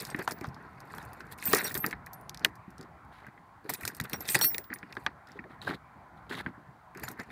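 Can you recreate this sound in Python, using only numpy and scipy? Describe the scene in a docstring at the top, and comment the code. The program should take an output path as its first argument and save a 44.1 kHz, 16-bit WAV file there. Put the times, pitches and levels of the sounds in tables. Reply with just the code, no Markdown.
"""A bunch of keys is worked in the lock of a thin compartment door, outdoors, over traffic wash and hiss.
Keys click and knock for half a second, touch lightly, then burst into clatter at 1.4-1.9 s: metal snaps,
key modes ring, the struck door skin knocks and the whole panel booms. A hard knock at 2.45 s leads into
faint slides; dense jingling and ringing at 3.7-4.8 s; a blow at 5.06 s, then slides scrape, made of
filtered grains of noise. A last light clicking and knocking comes at 6.9-7.3 s."""
import sys
import numpy as np
from scipy import signal
from scipy.fft import rfft, irfft, next_fast_len
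from scipy.io import wavfile
from scipy.ndimage import uniform_filter1d

SR = 44100
rng = np.random.default_rng(int(sys.argv[2]) if len(sys.argv) > 2 else 0)


def to_wav(sig):
    """Store sig (one row per channel, or 1-D mono) as 16-bit WAV at the path in sys.argv[1].

    Samples outside -1..1 are clipped; the rate is SR.
    """
    pcm = np.clip(np.atleast_2d(sig), -1, 1) * 32767
    pcm = np.round(pcm).astype(np.int16)
    wavfile.write(sys.argv[1], SR, pcm.T)  # frames by channels


N = 322371


def gain_of(db):
    """dB to gain."""
    return 10 ** (np.asarray(db) / 20)


def evened(x):
    """Sets rms 1."""
    return x / np.sqrt(np.mean(x ** 2) + 1e-20)


def smoothed_twice(x, first, second, axis=-1):
    """Two running means, lengths in samples."""
    return uniform_filter1d(uniform_filter1d(x, size=first, axis=axis), size=second, axis=axis)


def read(points, hz):
    """Reads a spectrum in dB on a log-frequency axis."""
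    point_hz, db = np.transpose(points)
    return np.interp(np.log(hz + 1), np.log(point_hz + 1), db)


def add(mix, start_s, sound):
    """Mixes a sound in at start_s, in place."""
    part = mix[round(start_s * SR):][:len(sound)]
    part += sound[:len(part)]


def coloured(x, db_at):
    """Filters by a spectrum in dB, a function of Hz, and sets rms 1."""
    hz = np.fft.rfftfreq(len(x), 1 / SR)
    return evened(irfft(rfft(x) * gain_of(db_at(hz)), len(x)))


# Smooth treble spectrum. Each row: frequency in Hz, relative density in dB per Hz.
HISS_SPECTRUM = [(1470, -34.5), (2500, -16), (3040, -10), (3440, -11.5), (4550, -12), (5190, -17),
                 (16000, -22.5)]
HISS_RMS_DB = -76.5


def hiss():
    """Smooth steady hiss in the treble."""
    return gain_of(HISS_RMS_DB) * coloured(rng.standard_normal(N), lambda hz: read(HISS_SPECTRUM, hz))


# Distant traffic spectrum. Each row: frequency in Hz, relative density in dB per Hz.
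WASH_SPECTRUM = [(24, -36), (40, 2), (81, -12), (118, -0.5), (147, -4), (493, -20), (802, -8), (944, -11.5),
                 (1030, -6.5), (1190, -14.5), (1310, -11.5), (2290, -24.5), (3000, -43.5), (3900, -70),
                 (6600, -120)]
# Distant traffic swells. Each row: time in seconds, level in dB.
WASH_SWELLS = [(0.0, -51), (0.65, -49.5), (1.44, -48.5), (1.67, -52), (1.97, -47.5), (3.54, -54),
               (3.7, -54.5), (3.87, -53), (4.3, -53), (4.56, -54), (6.31, -51.5), (6.43, -49.5),
               (6.78, -52.5), (7.31, -53.5)]


def wash():
    """Traffic: random short-time spectra with drifting patches; the bass is lumpy with wind."""
    frames, hz = N // 256 + 5, np.fft.rfftfreq(1024, 1 / SR)[:, None]
    real, imag, patches = rng.standard_normal((frames, 513, 3)).T
    patches = uniform_filter1d(uniform_filter1d(patches, size=10, axis=0), size=14, axis=1)
    gusts = evened(uniform_filter1d(rng.standard_normal(frames), size=8))
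    gust_db = 2.0 * gusts / (1 + (hz / 300) ** 2)
    frame_db = read(WASH_SPECTRUM, hz) + 2.3 * evened(patches) + gust_db
    spectra = (real + 1j * imag) * gain_of(frame_db)
    noise = evened(signal.istft(spectra, nperseg=1024, noverlap=768)[1][:N])
    swell_s, swell_db = np.transpose(WASH_SWELLS)
    return gain_of(np.interp(np.arange(N) / SR, swell_s, swell_db)) * noise


def grains(per_s, spread_db, tail_s):
    """Noise in many small bursts of uneven size, over a faint steady floor."""
    size = gain_of(spread_db * np.minimum(rng.exponential(1, N), 4))
    size = size * (rng.random(N) < per_s / SR)
    bursts = signal.lfilter([1], [1, -np.exp(-1 / (tail_s * SR))], size)
    return rng.standard_normal(N) * (bursts + 0.062)


def patchy(x, patchy_db):
    """The colour keeps changing in patches of about 900 Hz by 25 ms; sets rms 1."""
    spectra = signal.stft(x, nperseg=256, noverlap=192)[2]
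    patches = uniform_filter1d(rng.standard_normal(spectra.shape), size=5, axis=0)
    patches = evened(uniform_filter1d(patches, size=18, axis=1))
    return evened(signal.istft(spectra * gain_of(patchy_db * patches), nperseg=256, noverlap=192)[1][:N])


# Broad chatter of the bunch. Each row: frequency in Hz, relative level in dB.
JINGLE_SPECTRUM = [(2500, -33.5), (3500, -10), (4500, -30.5), (6000, -6.5), (8000, -1), (11000, -0.5),
                   (14000, -2.5), (15800, -25.5)]


def jingle_db(hz):
    """Broad chatter with the key modes standing out."""
    peaks = sum(gain_of(13) / (1 + ((hz - mode_hz) / 30) ** 2) for mode_hz in KEY_MODES_HZ)
    return read(JINGLE_SPECTRUM, hz) + 10 * np.log10(1 + peaks)


# Edges of metal on paint. Each row: frequency in Hz, relative level in dB.
GRIT_SPECTRUM = [(1800, -24), (2500, 7), (3000, -5.5), (3700, 3), (4500, 4), (5500, -5.5), (8000, -22.5),
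                 (16000, -36)]
# Door skin under a rub. Each row: frequency in Hz, relative density in dB per Hz.
SCRAPE_SPECTRUM = [(350, -40), (600, -3), (641, -8.5), (736, -3.5), (1290, -5), (1410, -2.5), (1910, -1),
                   (2590, -16), (2900, -21), (3770, -48), (6380, -120)]
# Whole panel under a rub. Each row: frequency in Hz, relative density in dB per Hz.
RUMBLE_SPECTRUM = [(29, -45.5), (50, -21), (130, 1), (376, -2.5), (471, -3), (590, -21.5), (650, -17.5),
                   (840, -44), (1430, -120)]
# Fine even friction of a slide. Each row: frequency in Hz, relative density in dB per Hz.
RASP_SPECTRUM = [(1410, -38), (2400, -43), (2500, -5.5), (3860, 0.5), (5840, -17.5), (9480, -19.5),
                 (10300, -15.5), (13400, -23), (14800, -21), (16000, -28)]
# One curve for each handling of the bunch.
# Each row of a curve: time in seconds, shaking level in dB, level of rubbing on the door in dB.
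HANDLING_CURVES = [
    [(0, -38, -39.5), (.03, -45, -45.5), (.045, -57, -48), (.115, -58, -46.5), (.14, -71, -56),
     (.18, -63, -52), (.2, -61, -35.5), (.25, -55, -55), (.27, -78, -60), (.285, -51, -46),
     (.325, -56, -45), (.345, -78, -59), (.44, -77, -55), (.46, -67, -45), (.51, -91, -61.5),
     (.9, -75, -58.5)],
    [(.9, -63, -53.5), (1.03, -65, -50.5), (1.05, -73, -55), (1.2, -72, -61.5), (1.3, -81, -57),
     (1.32, -51, -48), (1.345, -64, -65)],
    [(1.378, -60, -60), (1.42, -58, -54.5), (1.44, -45, -47), (1.51, -42.5, -39), (1.54, -36, -34),
     (1.585, -34.5, -31), (1.61, -49.5, -38.5), (1.675, -42.5, -41.5), (1.72, -51, -48.5),
     (1.735, -66, -50.5), (1.755, -43.5, -41), (1.79, -64, -46.5), (1.825, -79, -59), (1.84, -68, -39.5),
     (1.87, -55, -40), (1.92, -56, -58), (1.94, -71, -46)],
    [(2.4, -80, -62), (2.44, -79, -47.5), (2.5, -73, -65.5)],
    [(3.643, -73, -52), (3.68, -78, -65), (3.695, -60, -35.5), (3.75, -43.5, -53.5), (3.765, -63, -60.5),
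     (3.8, -64, -55), (3.84, -58, -57), (3.86, -46, -57.5), (3.9, -64, -50), (3.99, -68, -57)],
    [(4, -64, -35.5), (4.03, -73, -62), (4.045, -50, -48.5), (4.07, -75, -55), (4.11, -59, -58),
     (4.14, -62, -37), (4.175, -66, -53), (4.21, -68, -52.5), (4.27, -51.5, -52), (4.285, -36.5, -43.5),
     (4.34, -40.5, -49), (4.352, -28, -32.5), (4.375, -49, -39.5), (4.41, -54, -39), (4.425, -35, -39),
     (4.45, -38, -36), (4.485, -66.5, -51), (4.6, -63, -64), (4.62, -77, -65.5)],
    [(4.7, -100, -50), (4.735, -86, -54), (4.77, -73, -59), (4.82, -85, -64.5), (4.92, -88, -58.5),
     (4.93, -75, -71), (5.07, -71, -55)],
    [(6.947, -85, -49.5), (7.02, -71, -54), (7.035, -62, -43), (7.13, -64, -54.5), (7.15, -91, -59),
     (7.185, -80, -61), (7.195, -85, -44), (7.215, -65, -45), (7.245, -90, -60), (7.31, -72, -55.5)],
]
# A key or the tag slides over the paint. Each row: start in seconds, length in seconds before it lets go,
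# scrape level in dB, rasp level in dB, rumble level in dB.
SLIDES_ON_PAINT = [(2.783, .07, -56, -74, -47), (3.116, .096, -58, -65.5, -71),
                   (3.212, .078, -52.5, -73, -59.5), (5.278, 0.099, -56.5, -68.5, -61.5),
                   (5.492, 0.057, -57, -69.5, -52), (5.612, 0.066, -51, -53.5, -55.5),
                   (6.167, 0.024, -68, -73, -66), (6.434, 0.058, -61, -67, -51),
                   (5.665, 0.0863, -40, -50.5, -42.5), (6.292, .118, -41.5, -47.5, -43.5)]
GRIT_RE_SHAKE_DB, GRIT_RE_RUB_DB = -3, -15.5
# the heavy panel gains only part of each dB by which the rubbing exceeds a firm rub
FIRM_RUB_DB, RUMBLE_RE_FIRM_RUB_DB, RUMBLE_DB_PER_RUB_DB = -48.5, -1, 0.71
RATTLE_RE_KNOCK_DB, RATTLE_T60_S = -26, 0.1
SLIDE_RISE_S, SLIDE_SAG_DB, SLIDE_T60_S = 0.01, 2, 0.051


def rustles():
    """Small contacts crowd together: shaking jingles the bunch, rubbing scrapes and rumbles on the door."""
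    t = np.arange(N) / SR
    shake, rub = np.zeros((2, N))
    for curve in HANDLING_CURVES:
        curve_s, shake_db, rub_db = np.transpose(curve)
        shake += gain_of(np.interp(t, curve_s, shake_db, -120, -120))
        rub += gain_of(np.interp(t, curve_s, rub_db, -120, -120))
    # after a knock the loose key drags on for a moment
    for start_s, knock_db, *_ in DOOR_KNOCKS:
        add(rub, start_s, gain_of(knock_db + RATTLE_RE_KNOCK_DB - 60 * t[:9000] / RATTLE_T60_S))
    bend = (rub / gain_of(FIRM_RUB_DB)) ** RUMBLE_DB_PER_RUB_DB
    bend = bend * gain_of(RUMBLE_RE_FIRM_RUB_DB + FIRM_RUB_DB)
    edges = np.hypot(gain_of(GRIT_RE_SHAKE_DB) * shake, gain_of(GRIT_RE_RUB_DB) * rub)
    levels = np.array([shake, edges, rub, bend, np.zeros(N)])

    # a slide bites quickly, slows down and lets go
    for start_s, length_s, scrape_db, rasp_db, rumble_db in SLIDES_ON_PAINT:
        u = t[:round(length_s * SR) + 4000]
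        sag_db = SLIDE_SAG_DB * np.minimum(u / length_s, 1)
        release_db = 60 * np.maximum(u - length_s, 0) / SLIDE_T60_S
        rise = np.minimum(u / SLIDE_RISE_S, 1)
        for level, db in zip(levels[2:], [scrape_db, rumble_db, rasp_db]):
            add(level, start_s, rise * gain_of(db - sag_db - release_db))

    jingle = patchy(coloured(grains(440, 1.0, 0.002), jingle_db), 2.9)
    grit = patchy(coloured(grains(1200, 2.0, 0.0018), lambda hz: read(GRIT_SPECTRUM, hz)), 4.0)
    scrape = patchy(coloured(grains(400, 0.83, 0.0032), lambda hz: read(SCRAPE_SPECTRUM, hz)), 2.9)
    rumble = coloured(grains(210, 1.3, 0.0071), lambda hz: read(RUMBLE_SPECTRUM, hz))
    rasp = patchy(coloured(grains(1600, 1.7, 0.0019), lambda hz: read(RASP_SPECTRUM, hz)), 1.5)
    return (uniform_filter1d(levels, size=130) * [jingle, grit, scrape, rumble, rasp]).sum(0)


def struck(modes, centre_hz, reach_octaves, push, t60_s):
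    """A push rings the modes, most those near centre_hz, as the place of the blow chooses. Peak 1."""
    f, width_hz, db = np.transpose(modes)[:, :, None]
    # bending waves are slower the lower they are, so the low modes come in late
    late_s = .15 * np.maximum(f ** -.5 - centre_hz ** -.5, 0)
    t = np.maximum(np.arange(6000) / SR - late_s, 0)
    db = db - 6 * (np.log2(f / centre_hz) / reach_octaves) ** 2
    ring = gain_of(db - 92 * width_hz * t) * np.sin(2 * np.pi * f * t)
    # weaker waves keep coming back from the rim of the door, their phase wandering
    wander = np.cumsum(rng.standard_normal((len(modes), 6000)), axis=1) * np.sqrt(width_hz / SR) * .4
    back = np.sin(2 * np.pi * (f * t + rng.random(f.shape) + wander)) * np.minimum(t * f / 3, 1)
    back = gain_of(db - 8.5 - 60 * t / t60_s) * back
    sound = signal.fftconvolve((ring + back).sum(0), push)
    return sound / abs(sound).max()


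# The whole panel bends. Each row: time of the blow in seconds, peak in dB, centre of the woken modes in Hz.
PANEL_BOOMS = [(0.143, -26, 274), (0.188, -28, 355), (0.308, -39, 409), (0.409, -29.5, 270),
               (0.473, -27, 140), (1.479, -28, 188), (1.53, -15, 390), (1.643, -39, 373), (1.749, -31, 384),
               (1.837, -29, 217), (2.458, -34.5, 294), (2.674, -36, 196), (2.789, -36.5, 196),
               (3.647, -34, 350), (3.695, -36, 270), (3.834, -34, 136), (4.006, -25.5, 156),
               (4.129, -33, 168), (4.285, -38.5, 194), (4.344, -31.5, 465), (4.579, -38.5, 486),
               (4.703, -33.5, 229), (4.827, -38.5, 202), (4.967, -34.5, 283), (5.062, -35.5, 256),
               (5.352, -38.5, 363), (5.389, -35, 232), (5.442, -42, 440), (5.692, -24, 261),
               (6.304, -34, 290), (6.463, -26.5, 210), (6.574, -41, 231), (6.955, -39.5, 361),
               (7.031, -33, 126), (7.082, -39, 177)]
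# Panel modes. Each row: frequency in Hz, width in Hz (direct ring falls 92 dB/s per Hz), level in dB.
PANEL_MODES = [(75, 40, -11), (123, 39, -9), (197.4, 28, -9), (259, 130, 8), (290, 70, 14.5),
               (388.2, 26, 19), (505, 360, 26)]
BOOM_LAG_S, PANEL_T60_S = 0.004, 0.12


def booms():
    """A soft push, about a cycle long, bends the whole panel, which answers a little late."""
    out, t = np.zeros(N), np.arange(600) / SR
    for blow_s, db, hz in PANEL_BOOMS:
        push = np.cos(2 * np.pi * hz * t) * np.sin(np.pi * np.minimum(t * hz / 1.2, 1))
        add(out, blow_s + BOOM_LAG_S, gain_of(db) * struck(PANEL_MODES, hz, 0.38, push, PANEL_T60_S))
    return out


# Key or tag on the door. Each row: start in seconds, skin peak in dB before the high-pass,
# centre of the woken modes in Hz, hardness as crack peak over skin peak in dB.
DOOR_KNOCKS = [(0.1458, -20, 1760, -22), (0.194, -26, 1670, -22), (.277, -13, 1120, -16.5),
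               (.308, -26.5, 1070, -26), (.411, -36, 2150, -22), (0.444, -24.5, 1040, -19),
               (0.564, -39, 1040, -31), (0.938, -30, 1060, -22), (.983, -30.5, 1210, -9),
               (1.205, -33.5, 1550, -18), (1.385, -40, 2310, -15), (1.425, -27, 2410, -20),
               (1.534, -8.5, 1530, -11), (1.608, -21.5, 1880, -24), (1.71, -31, 1900, -21),
               (1.752, -26.5, 1650, -6), (1.842, -16, 1580, -31), (1.911, -33, 2260, -9),
               (1.928, -20.5, 1800, -22), (2.067, -34, 1910, -19), (2.347, -42, 1270, -3),
               (2.4477, -9, 2194, 1), (3.266, -36.5, 1640, -30), (3.377, -43, 1680, -27),
               (3.692, -28, 2070, -9), (3.747, -35, 2120, -9), (3.81, -38, 2040, -12),
               (3.834, -29, 2160, -19), (3.851, -24.5, 1530, -6), (3.877, -23.5, 2320, -10),
               (4.0, -24, 1725, -4.5), (4.054, -37, 1830, -2.5), (4.097, -39, 1720, -12),
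               (4.132, -27.5, 2150, 2.5), (4.206, -34, 870, -22), (4.255, -36.5, 2100, -5),
               (4.288, -25.5, 2390, -1), (4.346, -14.5, 2120, -26), (4.352, -12.5, 2330, -13),
               (4.413, -21.5, 1280, 0.5), (4.545, -24, 2380, -1), (4.581, -28.5, 2070, -6),
               (4.703, -32.5, 1750, -36), (4.729, -24.5, 1790, -43), (4.759, -36.5, 2050, -17),
               (4.829, -29, 1800, -32), (4.926, -34, 2430, -12), (4.952, -46, 1260, -18),
               (4.968, -22, 1510, -17.5), (5.0639, -10.5, 1814, -10), (5.39, -29, 1890, -35),
               (5.44, -39, 1830, -20), (5.616, -44.5, 1500, 12), (5.709, -22.5, 1430, -27),
               (6.267, -42, 830, -22), (6.311, -31, 1477, -11.5), (6.391, -32, 1780, 1),
               (6.462, -21.5, 1660, -36), (6.949, -39, 2010, -26), (7.032, -32, 2100, -19),
               (7.081, -32, 1430, -2.5), (7.198, -40, 1940, -9), (7.303, -35, 1800, -13)]
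# Door skin modes. Each row: frequency in Hz, width in Hz (direct ring falls 92 dB/s per Hz), level in dB.
DOOR_MODES = [(832.4, 83, 5), (1091, 350, 3), (1424, 380, 3), (1776, 180, 6.5), (2191, 730, 4.5),
              (2450, 350, -1)]
# Lock modes, woken by a hard edge. Each row: frequency in Hz, width in Hz (as above), level in dB.
LOCK_MODES = [(2920, 500, 1), (3170, 1200, -0.5), (3920, 770, -6), (4130, 500, -5), (5200, 900, -17.5)]
FULL_SCALE_CONTACT_S = 0.00076  # softer blows stay longer
DOOR_T60_S, DOOR_REACH_OCTAVES = 0.028, 0.75


def knocks():
    """A contact of a millisecond or two drives the door skin; its hard edge cracks in the lock."""
    out, t = np.zeros(N), np.arange(400) / SR
    for start_s, db, hz, hard_db in DOOR_KNOCKS:
        contact_s = FULL_SCALE_CONTACT_S * gain_of(-db / 5)
        touch = abs(np.sin(np.pi * np.minimum(t / contact_s, 1)))
        skin_rough, edge_rough = rng.standard_normal((2, 400))
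        push = touch * (np.cos(2 * np.pi * hz * t) + 1.4 * smoothed_twice(skin_rough, 7, 7))
        edge = touch * (edge_rough + 1.6 * np.cos(2 * np.pi * 3800 * t))
        skin = struck(DOOR_MODES, hz, DOOR_REACH_OCTAVES, push, DOOR_T60_S)
        crack = struck(LOCK_MODES, 3800, 1.5, edge, 0.4 * DOOR_T60_S)
        add(out, start_s, gain_of(db) * (skin + gain_of(hard_db) * crack))
    # the knocks keep out of the bass
    return signal.sosfilt(signal.butter(3, 550, "high", fs=SR, output="sos"), out)


# Free vibrations of the keys and their rings, in Hz.
KEY_MODES_HZ = [4328, 5432, 5642, 7045, 8371, 9425, 12645, 13710, 14345, 15180, 15270, 15362]
# How fast each free mode dies, in dB/s, in the order of the modes.
KEY_FADING_DB_PER_S = [200, 60, 250, 300, 250, 120, 200, 300, 200, 150, 150, 120]
# A touch sets a key mode ringing until it is choked.
# Each row: start in seconds, mode number from 0, amplitude in dB before smoothing and swing, free time in seconds.
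KEY_RINGS = [(0.102, 2, -59, 0.021), (0.102, 4, -49, 0.012), (0.319, 11, -50, 0.069),
             (0.329, 6, -59, 0.089), (1.13, 6, -70, .04), (1.456, 8, -24.5, .02), (1.459, 7, -35, .023),
             (1.462, 4, -36, 0.064), (1.474, 6, -31.5, 0.11), (1.497, 11, -38, .026),
             (1.522, 11, -33, 0.052), (1.591, 9, -38, 0.022), (1.599, 6, -43, .036), (1.638, 9, -42, 0.033),
             (1.641, 4, -33, .029), (1.646, 2, -35, 0.038), (1.645, 6, -34, 0.029), (1.671, 11, -41, .063),
             (1.759, 6, -37, .039), (1.773, 4, -40.5, 0.03), (1.775, 11, -47, 0.046),
             (1.803, 6, -32, 0.054), (1.881, 9, -56, 0.027), (2.131, 6, -46, 0.016), (2.133, 4, -66, 0.024),
             (2.141, 5, -63, 0.064), (2.214, 5, -70, .17), (3.755, 5, -58, 0.034), (3.76, 11, -62, .055),
             (3.88, 7, -54, 0.031), (3.947, 4, -55, .028), (4.127, 11, -49, 0.044),
             (4.136, 2, -41.5, 0.026), (4.142, 4, -54, 0.014), (4.148, 9, -54, 0.048),
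             (4.155, 6, -56, 0.025), (4.156, 11, -50, 0.12), (4.205, 6, -34.5, 0.019),
             (4.297, 6, -29, 0.043), (4.297, 4, -31, 0.048), (4.3, 11, -37, .06), (4.304, 5, -40, .029),
             (4.412, 2, -26.5, 0.085), (4.411, 6, -25.5, 0.064), (4.414, 4, -28.5, 0.077),
             (4.418, 0, -25.5, 0.045), (4.419, 11, -25.5, 0.056), (4.42, 5, -34.5, 0.061),
             (4.421, 1, -44, 0.1), (4.426, 8, -29, .029), (4.428, 10, -37, .15), (4.447, 6, -20.5, 0.05),
             (4.452, 9, -46, .061), (4.483, 11, -28, 0.085), (4.582, 11, -45, 0.11), (4.736, 9, -55, .05),
             (4.741, 5, -47, 0.015), (7.037, 6, -44, 0.015), (7.038, 3, -48, 0.021), (7.2, 3, -55, 0.016)]
CHOKE_DB_PER_S, CHOKE_DEPTH_DB = 2000, 24


def rings():
    """Each mode is one oscillator; touches add amplitude that fades, drops when choked, rings on faintly."""
    t, after_s = np.arange(N) / SR, np.arange(12000) / SR
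    size = np.zeros((len(KEY_MODES_HZ), N))
    for start_s, mode, db, free_s in KEY_RINGS:
        mode = int(round(mode))
        choke_db = np.clip(CHOKE_DB_PER_S * (after_s - free_s), 0, CHOKE_DEPTH_DB)
        add(size[mode], start_s, gain_of(db - KEY_FADING_DB_PER_S[mode] * after_s - choke_db))
    # a swinging key turns its face to and from the listener
    swing = evened(smoothed_twice(rng.standard_normal(size.shape), 500, 300))
    size = uniform_filter1d(size, size=60, axis=1) * gain_of(1.6 * swing)
    return sum(a * np.sin(2 * np.pi * (hz * t + rng.random())) for a, hz in zip(size, KEY_MODES_HZ))


# Key on key. Each row: start in seconds, peak in dB, brightness tilt in dB an octave,
# chatter against the snap in dB.
KEY_CLICKS = [(0.022, -25, 5, -14), (0.0512, -26, -13, -8), (0.0715, -37, -4, -23), (0.1018, -31, -11, -10),
              (0.1628, -37, -9, -13), (0.191, -31.5, -6, -5), (0.225, -34.5, -2, -10),
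              (0.277, -27.5, -11, -18), (0.2884, -35, -4, -13), (0.3101, -28.5, -13, -5),
              (0.32, -26, -10, -16), (0.387, -48, -17, -13), (0.411, -37, -10, -15),
              (0.4419, -39.5, -16, -9), (0.4698, -44, -4, -4), (0.488, -44.5, -12, -7),
              (0.5447, -44, -23, -10), (0.626, -56, -4, -13), (0.8038, -38.5, -11, -11),
              (0.8535, -54, -2, -15), (0.9064, -55, -12, -13), (0.9493, -41, -4, -9), (0.981, -39, -4, -4),
              (1.0281, -44, -10, -15), (1.052, -41, 3, -13), (1.1326, -36.5, -3, -12),
              (1.2056, -44, -18, -6), (1.269, -52, -12, -13), (1.3242, -28.5, 3, -15),
              (1.3855, -41, -9, -13), (1.4, -40, -18, -3), (1.4254, -29, -6, -15), (1.455, -22, 5, -13),
              (1.5312, -10.5, -5, -11), (1.5485, -7.5, -5, -7), (1.644, -22, -1, -9),
              (1.6955, -36, -1, -13), (1.719, -27, -2, -5), (1.7432, -19.5, 0, -13), (1.7523, -17, 5, -9),
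              (1.7764, -20, 5, -7), (1.8023, -34, 4, -22), (1.8637, -17, -1.5, -19), (1.9106, -32, -7, -16),
              (2.063, -34.5, -2, -8), (2.1326, -36, -3, 3), (2.2114, -46, 4, -14),
              (2.2952, -23, -16.5, -22), (2.3459, -29, -17, -16), (2.3744, -31.5, -15, -18),
              (2.3946, -40, -15, -13), (2.4473, -13, -7, -15), (2.5551, -47, -8, -5), (2.705, -50, -7, -9),
              (2.7816, -42.5, -14, -9), (2.8117, -36, -19, -19), (2.8283, -44.5, -18, -9),
              (3.0495, -58.5, -4, -12), (3.267, -46.5, -6, -13), (3.6949, -23, -1, -2), (3.701, -21, 1, -8),
              (3.737, -22.5, 0, 6), (3.8104, -30, 1, -3), (3.8325, -33, 1, -20), (3.8527, -19.5, -12, -21),
              (3.8775, -19, -4.5, -6), (3.9488, -31, -6, -8), (3.9674, -33, 3, -8),
              (4.001, -20.5, -9.5, -19), (4.0114, -26.5, -9, -17), (4.0397, -30, 8, -13),
              (4.0975, -27, -1, -16), (4.133, -17.5, -1, -5), (4.207, -31, -3, 1), (4.2547, -36, -19, -11),
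              (4.2792, -26, -4, -10), (4.289, -18.5, -13.5, 4), (4.3462, -16, -4, -13),
              (4.3515, -20, -4, -13), (4.383, -34, -11, -21), (4.3899, -19.5, 1, -6), (4.4123, -14, 3, -13),
              (4.4447, -15, 3, -15), (4.545, -25.5, -10, -11), (4.582, -16, -1, -17), (4.641, -47, -32, 4),
              (4.7386, -24.5, 0, -9), (4.7873, -41.5, -12, -8), (4.9255, -33.5, -17, -15),
              (4.9523, -43, -14, -13), (5.272, -46.5, -23, -9.5), (5.2874, -53, -12, -9),
              (5.3185, -44, -19, -10), (6.9496, -47, -6, -17), (6.974, -38.5, -9, -13),
              (6.998, -33, 2, -19), (7.02, -56, -10, -16), (7.0355, -29.5, -3, -6), (7.0862, -27, -4, -17),
              (7.1152, -33, 3, -11), (7.1761, -58, -4, -13), (7.1924, -48, 5, -13), (7.199, -35, -15, -3),
              (7.234, -47, -12, -9)]
# Colour common to the clicks. Each row: frequency in Hz, level in dB.
CLICK_SPECTRUM = [(800, -120), (2500, -31.5), (4000, -11.5), (5000, -1), (7000, -5), (10000, -2),
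                  (13000, 2.5), (14500, 3.5), (15800, -11)]
SNAP_T60_S, CHATTER_T60_S = 0.0057, 0.049


def clicks():
    """A sharp snap of noise, then a short spray of chatter as the metal settles."""
    out, t, hz = np.zeros(N), np.arange(4096) / SR, np.fft.rfftfreq(4096, 1 / SR)
    for start_s, db, tilt_db, chatter_db in KEY_CLICKS:
        fall = gain_of(-60 * t / SNAP_T60_S) + gain_of(chatter_db - 60 * t / CHATTER_T60_S)
        # the tilt levels off in the bass
        colour = gain_of(read(CLICK_SPECTRUM, hz) + tilt_db * np.log2(hz / 8000 + 0.12))
        sound = irfft(rfft(rng.standard_normal(4096)) * colour) * fall
        add(out, start_s, gain_of(db) * sound / abs(sound).max())
    return out


def scene():
    """All sources, one channel."""
    return (hiss() + wash() + rustles() + booms() + knocks() + rings() + clicks())[None]


# Microphone response. Each row: frequency in Hz, gain in dB.
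MICROPHONE_RESPONSE = [(15, -37), (32, -26.5), (50, -8), (70, -1.5), (15600, -0.5), (16100, -17),
                       (17000, -16.5)]
BAND_LIMIT_HZ = 16800


def record(dry):
    """The microphone drops the deepest bass and the last treble; then the band limit."""
    size = next_fast_len(N + 8192)
    response = gain_of(read(MICROPHONE_RESPONSE, np.fft.rfftfreq(size, 1 / SR)))
    heard = irfft(rfft(dry, size) * response, size)[:, :N]
    low_pass = signal.firwin(511, BAND_LIMIT_HZ, window=("kaiser", 9), fs=SR)
    return signal.oaconvolve(heard, low_pass[None], "same")


dry = scene()
out = record(dry)
to_wav(out)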